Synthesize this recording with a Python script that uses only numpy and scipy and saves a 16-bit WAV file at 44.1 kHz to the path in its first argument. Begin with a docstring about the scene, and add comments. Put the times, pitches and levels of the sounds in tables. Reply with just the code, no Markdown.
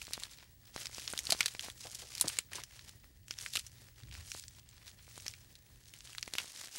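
"""Leaves rustle in swells of small crackles as a large browsing animal strips and chews them close by, outdoors.
Crackles are short bursts of noise, each around a pitch of its own; stalks and twigs snap as ringing bursts.
The jaws give dull pops (pressure pulses) and crunches (decaying noise in a resonant hollow).
Below lie a soft wind rumble with one gust, a faint hum, hiss (all shaped noise) and a thin high sine whine.
Wind rumble, hum and whine sink near the end."""
import sys
import numpy as np
from scipy import signal
from scipy.fft import rfft, irfft
from scipy.io import wavfile

SR = 44100
rng = np.random.default_rng(int(sys.argv[2]) if len(sys.argv) > 2 else 0)


def to_wav(sig):
    """Store sig (one row per channel, or 1-D mono) as 16-bit WAV at the path in sys.argv[1].

    Samples outside -1..1 are clipped; the rate is SR.
    """
    pcm = np.clip(np.atleast_2d(sig), -1, 1) * 32767
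    pcm = np.round(pcm).astype(np.int16)
    wavfile.write(sys.argv[1], SR, pcm.T)  # frames by channels


N = 298998

# leaves crumpling, one swell each: [middle t/s, peak level before brightening/dB, length/s, brightness/dB]
LEAF_SWELLS = [(.06, -55, 0.68, 3.5), (0.212, -50.5, 0.13, -2), (.33, -63.5, 0.2, -0.5),
               (0.408, -57, 0.18, -6), (0.681, -60.5, 0.1, -3), (0.814, -47.5, 0.15, 0.5),
               (0.991, -51, 0.19, 3.5), (1.045, -55.5, 0.11, 0.5), (1.111, -53.5, 0.15, 3),
               (1.194, -51.5, 0.079, 3.5), (1.307, -47.5, 0.22, 1), (1.401, -47, 0.055, -1),
               (1.451, -49.5, 0.3, 2.5), (1.667, -47.5, 0.14, 1), (1.844, -54.5, 0.18, 5),
               (1.941, -58.5, 0.14, 8), (2.018, -51, 0.098, 2.5), (2.19, -50.5, 0.34, 2),
               (2.322, -50, 0.24, 2), (2.574, -43, 0.12, -4.5), (2.796, -59, 0.44, 0.5),
               (2.89, -54.5, 0.027, 1.5), (3.05, -70, 0.24, -6), (3.326, -61.5, 0.11, 5.5),
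               (3.435, -51.5, 0.16, 4), (3.563, -60, 0.18, 14.5), (3.66, -62, 0.13, 6),
               (3.816, -59.5, .22, -1), (4.013, -62, 0.19, -1.5), (4.174, -52.5, .18, -2.5),
               (4.327, -60, 0.34, 10.5), (4.563, -60.5, 0.15, 0.5), (4.788, -59.5, 0.29, -5),
               (4.879, -60, .1, 8.5), (5.001, -60, 0.073, -8), (5.206, -59, 0.46, 5),
               (5.46, -66.5, 0.36, -1), (5.708, -67, 0.27, -4), (6.12, -59, 0.68, 3),
               (6.418, -49, 0.16, 1.5), (6.488, -57, .12, 2), (6.596, -49, 0.24, 1),
               (6.763, -51, 0.12, 3.5)]
# spectral density of the leaves before brightening: [f/Hz, relative density/dB]
LEAF_SPECTRUM = [(300, -3.5), (700, -6.5), (1300, -9.5), (2000, -6), (3200, -4.5), (5500, -2.5),
                 (9600, -5.5), (12500, -11), (15500, -18)]
# wind rumble: [t/s, mean level/dB]
WIND_LEVEL = [(0, -63.5), (2, -62.5), (4.2, -62), (5.7, -63), (6.28, -64), (6.34, -71), (6.78, -72)]
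# spectral density of the wind rumble: [f/Hz, relative density/dB]
RUMBLE_SPECTRUM = [(20, -6), (45, 1.5), (85, 3.5), (125, -2), (190, -13.5), (330, -22), (600, -52)]
# spectral density of the hiss: [f/Hz, relative density/dB]
HISS_SPECTRUM = [(200, 1.5), (700, -8.5), (1400, -17), (1850, -2.5), (2300, -14.5), (4700, -8.5),
                 (11400, -11.5), (15500, -17.5)]
# stalks and twigs breaking: [t/s, peak level/dB, ring f/Hz, brightness/dB, decay by 60 dB/ms]
STALK_SNAPS = [(0.0167, -31, 2340, -3, 11), (0.0692, -31.5, 4200, -11, 2.8), (0.1345, -18, 4120, 0, 1.6),
               (.199, -32.5, 7320, -3, 3), (0.2352, -23, 4170, -2, 3.8), (0.7626, -27.5, 4050, 11, 2.9),
               (0.7779, -34, 1850, -13, 7), (.812, -31, 5100, -2, 12), (.8564, -25, 4900, -24, 9.2),
               (.869, -26, 4750, -7, 7.9), (.9824, -28, 4800, 4, 6.4), (1.0776, -20, 4400, -20, 6.4),
               (1.1018, -30, 8800, 8, 5), (1.128, -24, 8830, 12, 3.3), (1.136, -30, 1500, -2, 11),
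               (1.1771, -19, 4300, 12, 5.4), (1.1902, -19.5, 6160, 5, 8), (1.2537, -27, 5900, 4, 3.6),
               (1.2698, -20.5, 4330, -5, 3.2), (1.3024, -23, 4800, 5, 6), (1.3056, -14, 4830, 7, 8.9),
               (1.3226, -7.5, 4300, -1, 2), (1.3274, -20, 5000, 0, 6), (1.407, -9.5, 2480, -4, 4.4),
               (1.4092, -19, 3250, 0, 12), (1.4301, -23, 3800, -15, 5.9), (1.4591, -16.5, 4400, 3, 17),
               (1.4813, -27, 3830, -6, 15), (1.5498, -32, 2440, -3, 7), (1.5943, -22.5, 3180, -4, 6.1),
               (1.609, -29, 6560, -9, 3.8), (1.6466, -32.5, 8530, -3, 7.7), (1.7, -32.5, 3400, 2, 5.5),
               (1.9474, -31, 6050, 18, 18), (2.152, -27, 5460, 8, 5.7), (2.18, -27, 4800, 6, 9.2),
               (2.1994, -25, 4550, 1, 6), (2.2112, -7.5, 9270, 15, 13.3), (2.2203, -24, 8800, 15, 36),
               (2.278, -25, 7100, 14, 8), (2.2821, -12, 8600, 20, 1.4), (2.291, -27, 8700, 9, 3),
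               (2.299, -29, 2800, -13, 8), (2.37, -36, 2030, 7, 7.9), (2.3877, -9.5, 7300, -12.5, 6.4),
               (2.5328, -28, 2230, 8, 14), (2.555, -27.5, 6470, 10, 31), (2.637, -26.5, 5570, -1, 2.2),
               (2.7931, -35.5, 3700, -22, 7.4), (3.2826, -37, 6070, -10, 4),
               (3.3092, -21.5, 5250, -28, 2.8), (3.3874, -25.5, 5450, -15, 3.4),
               (3.4107, -33.5, 3240, -16, 4.8), (3.462, -25, 2140, -9, 3.7), (3.5358, -24.5, 3700, 5, 14),
               (3.5548, -15, 3300, 6, 5), (3.5594, -16.5, 3520, 10, 12), (3.5705, -15.5, 3280, 8, 7),
               (3.666, -36.5, 5600, 11, 15), (4.1127, -38, 3270, -20, 7), (4.1408, -34, 5500, 6, 2.6),
               (4.31, -37, 6330, 8, 3.3), (4.3174, -26.5, 5900, -8, 5), (4.3953, -35, 8000, 13, 3.9),
               (4.4385, -36, 4440, -15, 8.1), (4.4818, -30, 5450, 17, 3.5), (4.69, -39, 7200, 12, 2.2),
               (4.8794, -35, 4000, -4, 5.1), (5.179, -32.5, 7000, -8, 4), (5.2003, -34, 5550, -18, 3.3),
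               (5.2649, -27, 4830, -14, 7.9), (5.2813, -20, 5300, 2, 2.4), (5.338, -34.5, 2500, -6, 1.2),
               (5.554, -38.5, 4000, 0, 4), (5.9381, -32, 3000, 20, 5.1), (6.0067, -35, 4870, -24, 2.8),
               (6.0738, -36, 2930, -19, 1.6), (6.1313, -34, 3100, 8, 3), (6.1499, -32.5, 2070, 16, 1.8),
               (6.1828, -24, 3830, -15.5, 4.6), (6.228, -21.5, 4770, -16, 9), (6.2776, -32, 2260, 10, 12),
               (6.3369, -21.5, 4600, 2, 5.6), (6.353, -26.5, 3360, 2, 4.7), (6.3615, -35, 4480, 8, 5),
               (6.3841, -15, 2440, -11, 1.2), (6.5613, -33, 4480, -9, 5), (6.6579, -34, 3750, -3, 4.6)]
# dull pops in the mouth: [t/s, peak level/dB]
MOUTH_POPS = [(.0812, -37.5), (0.1094, -37.5), (0.1782, -30), (.7624, -25.5), (0.896, -42), (0.9831, -31.5),
              (1.136, -25), (1.2944, -29), (1.3489, -30), (1.4088, -31), (1.55, -33.5), (1.685, -30.5),
              (2.2727, -31), (3.3086, -37), (4.3494, -32.5), (5.0799, -43.5), (5.1782, -35), (5.2628, -37),
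              (6.278, -32), (6.3374, -33), (6.353, -32.5), (6.4445, -39.5)]
# mouthfuls crushed between the molars: [t/s, peak level/dB, hollow f/Hz, decay by 60 dB/ms]
MOLAR_CRUNCHES = [(1.306, -48, 700, 24), (1.322, -26, 700, 29), (1.461, -43, 460, 15),
                  (1.638, -47, 627, 140), (1.849, -42, 600, 146), (2.021, -47, 486, 150),
                  (2.2411, -37, 316, 70), (2.243, -36, 134, 77), (2.211, -36, 900, 26),
                  (2.387, -38, 487, 7.9), (2.548, -47.5, 412, 66), (2.583, -38, 1020, 53),
                  (3.556, -37.5, 1190, 15), (3.576, -38, 1280, 18)]

SWELL_EDGE_DB, RISE_SHARE = 14.5, 0.52   # a swell starts and ends this far under its peak; share spent rising
SWELL_SQUARENESS = 1.9   # higher holds the peak longer and drops faster
STILL_DB, STILL_BRIGHT_DB = -76, -0.5   # leaves between the swells
HUM_HZ, HUM_DB, HUM_DROP_DB = 120, -69, 19
WHINE_HZ, WHINE_DB, WHINE_DROP_DB = 15732, -69, 6
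TONES_END_S, TONES_FADE_S = 6.3, .03   # hum and whine sink by their drops
HISS_DB = -69.5
LEAD_IN_MS, LEAD_IN_DB, LEAD_IN_DB_PER_MS = 12, -23.5, 4.5   # noise swells for a few ms before each snap
SECOND_MS, SECOND_DB = 4.3, -16   # mean delay and level of the weaker crack after each break
GUST_S, GUST_DB, GUST_HZ = 4.02, -52, 71   # one gust thumps on the microphone
GUST_RISE_S, GUST_HOLD_S, GUST_DB_PER_S = .012, .13, 80   # the hold is counted from the onset
CUTOFF_HZ = 16800   # 60 dB down from here up


def from_db(db):
    """Logarithmic level: amplitude gain is ten to the power of dB / 20."""
    return 10 ** (np.asarray(db) / 20)


def rms_one(x):
    """Normalisation: scales to unit root mean square."""
    return x / np.sqrt(np.mean(x ** 2) + 1e-20)


def in_time(rows):
    """Linear interpolation: each column of a curve table, one value per sample."""
    t, *columns = np.transpose(rows)
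    return [np.interp(np.arange(N) / SR, t, column) for column in columns]


def drift(rate_hz):
    """Low-pass random fluctuation: noise through two equal poles, with unit rms."""
    step = 40   # samples between the slow values
    pole = np.exp(-2 * np.pi * rate_hz * step / SR)
    noise = rng.standard_normal(N // step + 2002)
    slow = signal.lfilter([1], [1, -2 * pole, pole * pole], noise)[2000:]   # settled part
    return np.interp(np.arange(N) / step, np.arange(len(slow)), rms_one(slow))


def coloured(x, spectrum):
    """Spectral shaping: weights each frequency of a noise by a density curve over log frequency."""
    hz, db = np.transpose(spectrum)
    log_hz = np.log(np.linspace(1, SR / 2, N // 2 + 1))
    return irfft(rfft(x) * from_db(np.interp(log_hz, np.log(hz), db)), N)


def resonance(x, hz, width_hz):
    """Damped resonance: a pole pair whose radius sets the bandwidth, with unit gain at the peak."""
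    radius = np.exp(-np.pi * width_hz / SR)
    zeros = np.array([1, 0, -1]) * (1 - radius * radius) / 2
    poles = [1, -2 * radius * np.cos(2 * np.pi * hz / SR), radius * radius]
    return signal.lfilter(zeros, poles, x)


def brightened(x, bright_db):
    """Complementary band splitting: lifts or lowers what a 5.5 kHz low-pass leaves over."""
    low = signal.sosfilt(signal.butter(2, 5500, fs=SR, output="sos"), x)
    return low + from_db(bright_db) * (x - low)


def crumpling():
    """Power addition: overlapping rounded swells and near stillness give the leaves' level and brightness."""
    middle, peak_db, length, bright_db = np.transpose(LEAF_SWELLS)[:, :, None]
    t = np.arange(0, N, 64) / SR
    late = t - middle
    along = late / (length * np.where(late < 0, RISE_SHARE, 1 - RISE_SHARE))   # -1 and 1 at the edges
    power = from_db(2 * (peak_db - SWELL_EDGE_DB * abs(along) ** SWELL_SQUARENESS))
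    still = from_db(2 * STILL_DB)
    total = power.sum(axis=0) + still
    brightness = ((power * bright_db).sum(axis=0) + still * STILL_BRIGHT_DB) / total
    return in_time(np.transpose([t, 10 * np.log10(total), brightness]))


def rustle(per_s, spread_db, burst_ms, smooth_db, flicker_db, patchy_db):
    """Crackling noise: each crease that gives way opens a short burst at its own pitch, over smooth friction."""
    level_db, bright_db = crumpling()
    power = from_db(2 * spread_db * np.minimum(rng.exponential(1, N), 4))
    pace = from_db(.6 * np.clip(level_db + 52.5, -18, 6))   # gentle movement breaks up into lone ticks
    clumps = from_db(4 * drift(25))
    born = rng.random(N) < per_s * pace * clumps / SR
    pitches = np.geomspace(1200, 11000, 7)
    dealt = rng.integers(0, 7, N)
    fade = np.exp(-1000 / (burst_ms * SR))   # power decay per sample
    friction = from_db(smooth_db + flicker_db * drift(40))
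    leaves = 0
    for k, hz in enumerate(pitches):
        burst_power = signal.lfilter([1], [1, -fade], power / pace * born * (dealt == k) + 1e-18)
        crackle = rms_one(np.sqrt(burst_power))
        excited = (crackle + friction) * rng.standard_normal(N)
        pitched = resonance(excited, hz, hz) * np.sqrt(6000 / hz)
        patch = from_db(patchy_db * drift(11.8))   # leaves of each size move in their own time
        leaves = leaves + patch * (0.46 * excited + pitched)
    return from_db(level_db) * brightened(rms_one(coloured(leaves, LEAF_SPECTRUM)), bright_db)


def wind_rumble():
    """Low-frequency noise: a falling spectrum whose level wavers makes the wind lumpy."""
    level_db, = in_time(WIND_LEVEL)
    rumble = rms_one(coloured(rng.standard_normal(N), RUMBLE_SPECTRUM))
    return from_db(level_db + 0.72 * drift(5.6)) * rumble


def tones_sunk():
    """Linear ramp: share, 0 to 1, of the late drop in hum and whine."""
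    return np.clip((np.arange(N) / SR - TONES_END_S) / TONES_FADE_S, 0, 1)


def hum():
    """Narrow-band noise: a sharp resonance turns noise into a wavering tone."""
    return from_db(HUM_DB - HUM_DROP_DB * tones_sunk()) * rms_one(resonance(rng.standard_normal(N), HUM_HZ, 3))


def hiss():
    """Broadband noise: a shaped spectrum with a slowly drifting level."""
    return from_db(HISS_DB + 2.9 * drift(12)) * rms_one(coloured(rng.standard_normal(N), HISS_SPECTRUM))


def whine():
    """Amplitude and phase modulation: slow drifts unsettle a high sine."""
    level_db = WHINE_DB - WHINE_DROP_DB * tones_sunk() + 3.2 * drift(14)
    phase = 2 * np.pi * WHINE_HZ * np.arange(N) / SR + 1.1 * drift(22)
    return from_db(level_db) * np.sqrt(2) * np.sin(phase)


def snaps(broad_db, tail_db, tail_t60_ms):
    """Brittle fracture: a short noise ramp leads into a ringing crack, a weaker one, then softer tearing."""
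    length = 2500   # samples
    out = np.zeros(N + length)
    ms = np.arange(length) * 1000 / SR - LEAD_IN_MS   # 0 at the break
    after = np.maximum(ms, 0)
    lead_in = from_db(LEAD_IN_DB + LEAD_IN_DB_PER_MS * ms)
    tearing = from_db(tail_db - 60 * after / tail_t60_ms)
    sharp_onset = 1 + 0.44 * np.exp(-after / 0.21)
    for s, peak_db, hz, bright_db, t60_ms in STALK_SNAPS:
        late, strong = rng.standard_normal(2)
        again = ms - SECOND_MS * (1 + 0.054 * late)
        first = from_db(-60 * after / t60_ms) * sharp_onset
        second = (again > 0) * from_db(SECOND_DB + 1.4 * strong - 60 * abs(again) / t60_ms)
        crack = rng.standard_normal(length) * np.where(ms < 0, lead_in, first + tearing + second)
        band = signal.butter(3, [1000 + 0.11 * hz, 11000], "band", fs=SR, output="sos")
        broad = brightened(signal.sosfilt(band, crack), bright_db)
        stalk = resonance(crack, hz, 400 + 0.16 * hz)
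        snap = stalk / abs(stalk).max() + from_db(broad_db) * broad / abs(broad).max()
        start = max(round((s - LEAD_IN_MS / 1000) * SR), 0)
        out[start:][:length] += from_db(peak_db) * snap / abs(snap).max()
    return out[:N]


def pops(push_ms):
    """Impulsive pressure: each pop is a one-sided Gaussian push or pull."""
    s, peak_db = np.transpose(MOUTH_POPS)
    pushes = np.zeros(N)
    pushes[(s * SR).astype(int)] = rng.choice([-1, 1], len(s)) * from_db(peak_db)
    ms = np.arange(-80, 81) * 1000 / SR
    return np.convolve(pushes, np.exp(-.5 * (ms / push_ms) ** 2), "same")


def crunches(body_db):
    """Cavity resonance: dying dull noise rings in the hollow of the mouth."""
    length = 4000   # samples
    out = np.zeros(N)
    ms = np.arange(length) * 1000 / SR
    dull = signal.butter(2, [90, 1300], "band", fs=SR, output="sos")
    for s, peak_db, hz, t60_ms in MOLAR_CRUNCHES:
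        crush = rng.standard_normal(length) * from_db(-60 * ms / t60_ms)
        hollow = rms_one(resonance(crush, hz, 0.25 * hz))
        sound = hollow + from_db(body_db) * rms_one(signal.sosfilt(dull, crush))
        out[round(s * SR):][:length] += from_db(peak_db) * sound / abs(sound).max()
    return out


def gust():
    """Narrow-band low noise under an envelope: sets in fast, holds and dies exponentially."""
    late = np.arange(N) / SR - GUST_S
    decay = from_db(-GUST_DB_PER_S * np.maximum(late - GUST_HOLD_S, 0))
    shape = np.clip(late / GUST_RISE_S, 0, 1) * decay
    low = resonance(resonance(rng.standard_normal(N), GUST_HZ, 41), GUST_HZ, 42)
    held = low[(late > 0) & (late < GUST_HOLD_S)]
    return from_db(GUST_DB) * shape * low / np.sqrt(np.mean(held ** 2))


def scene():
    """Superposition: the pressures of all sources add in one channel."""
    leaves = rustle(per_s=900, spread_db=4.5, burst_ms=0.54, smooth_db=-3.5, flicker_db=1.5, patchy_db=2.0)
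    background = wind_rumble() + hum() + hiss() + whine()
    breaks = snaps(broad_db=-3.0, tail_db=-26.0, tail_t60_ms=95.0)
    mouth = pops(push_ms=0.11) + crunches(body_db=-4.0)
    return (leaves + background + breaks + mouth + gust())[None]


def record(dry):
    """Band limitation: the microphone loses the deepest bass; the treble steps down, then is cut."""
    x = signal.sosfilt(signal.butter(2, 40, "high", fs=SR, output="sos"), dry)
    x = signal.sosfilt(signal.ellip(5, .5, 12, 15850, fs=SR, output="sos"), x)   # step of at least 12 dB
    return signal.sosfilt(signal.cheby2(12, 60, CUTOFF_HZ, fs=SR, output="sos"), x)


dry = scene()
out = record(dry)
to_wav(out)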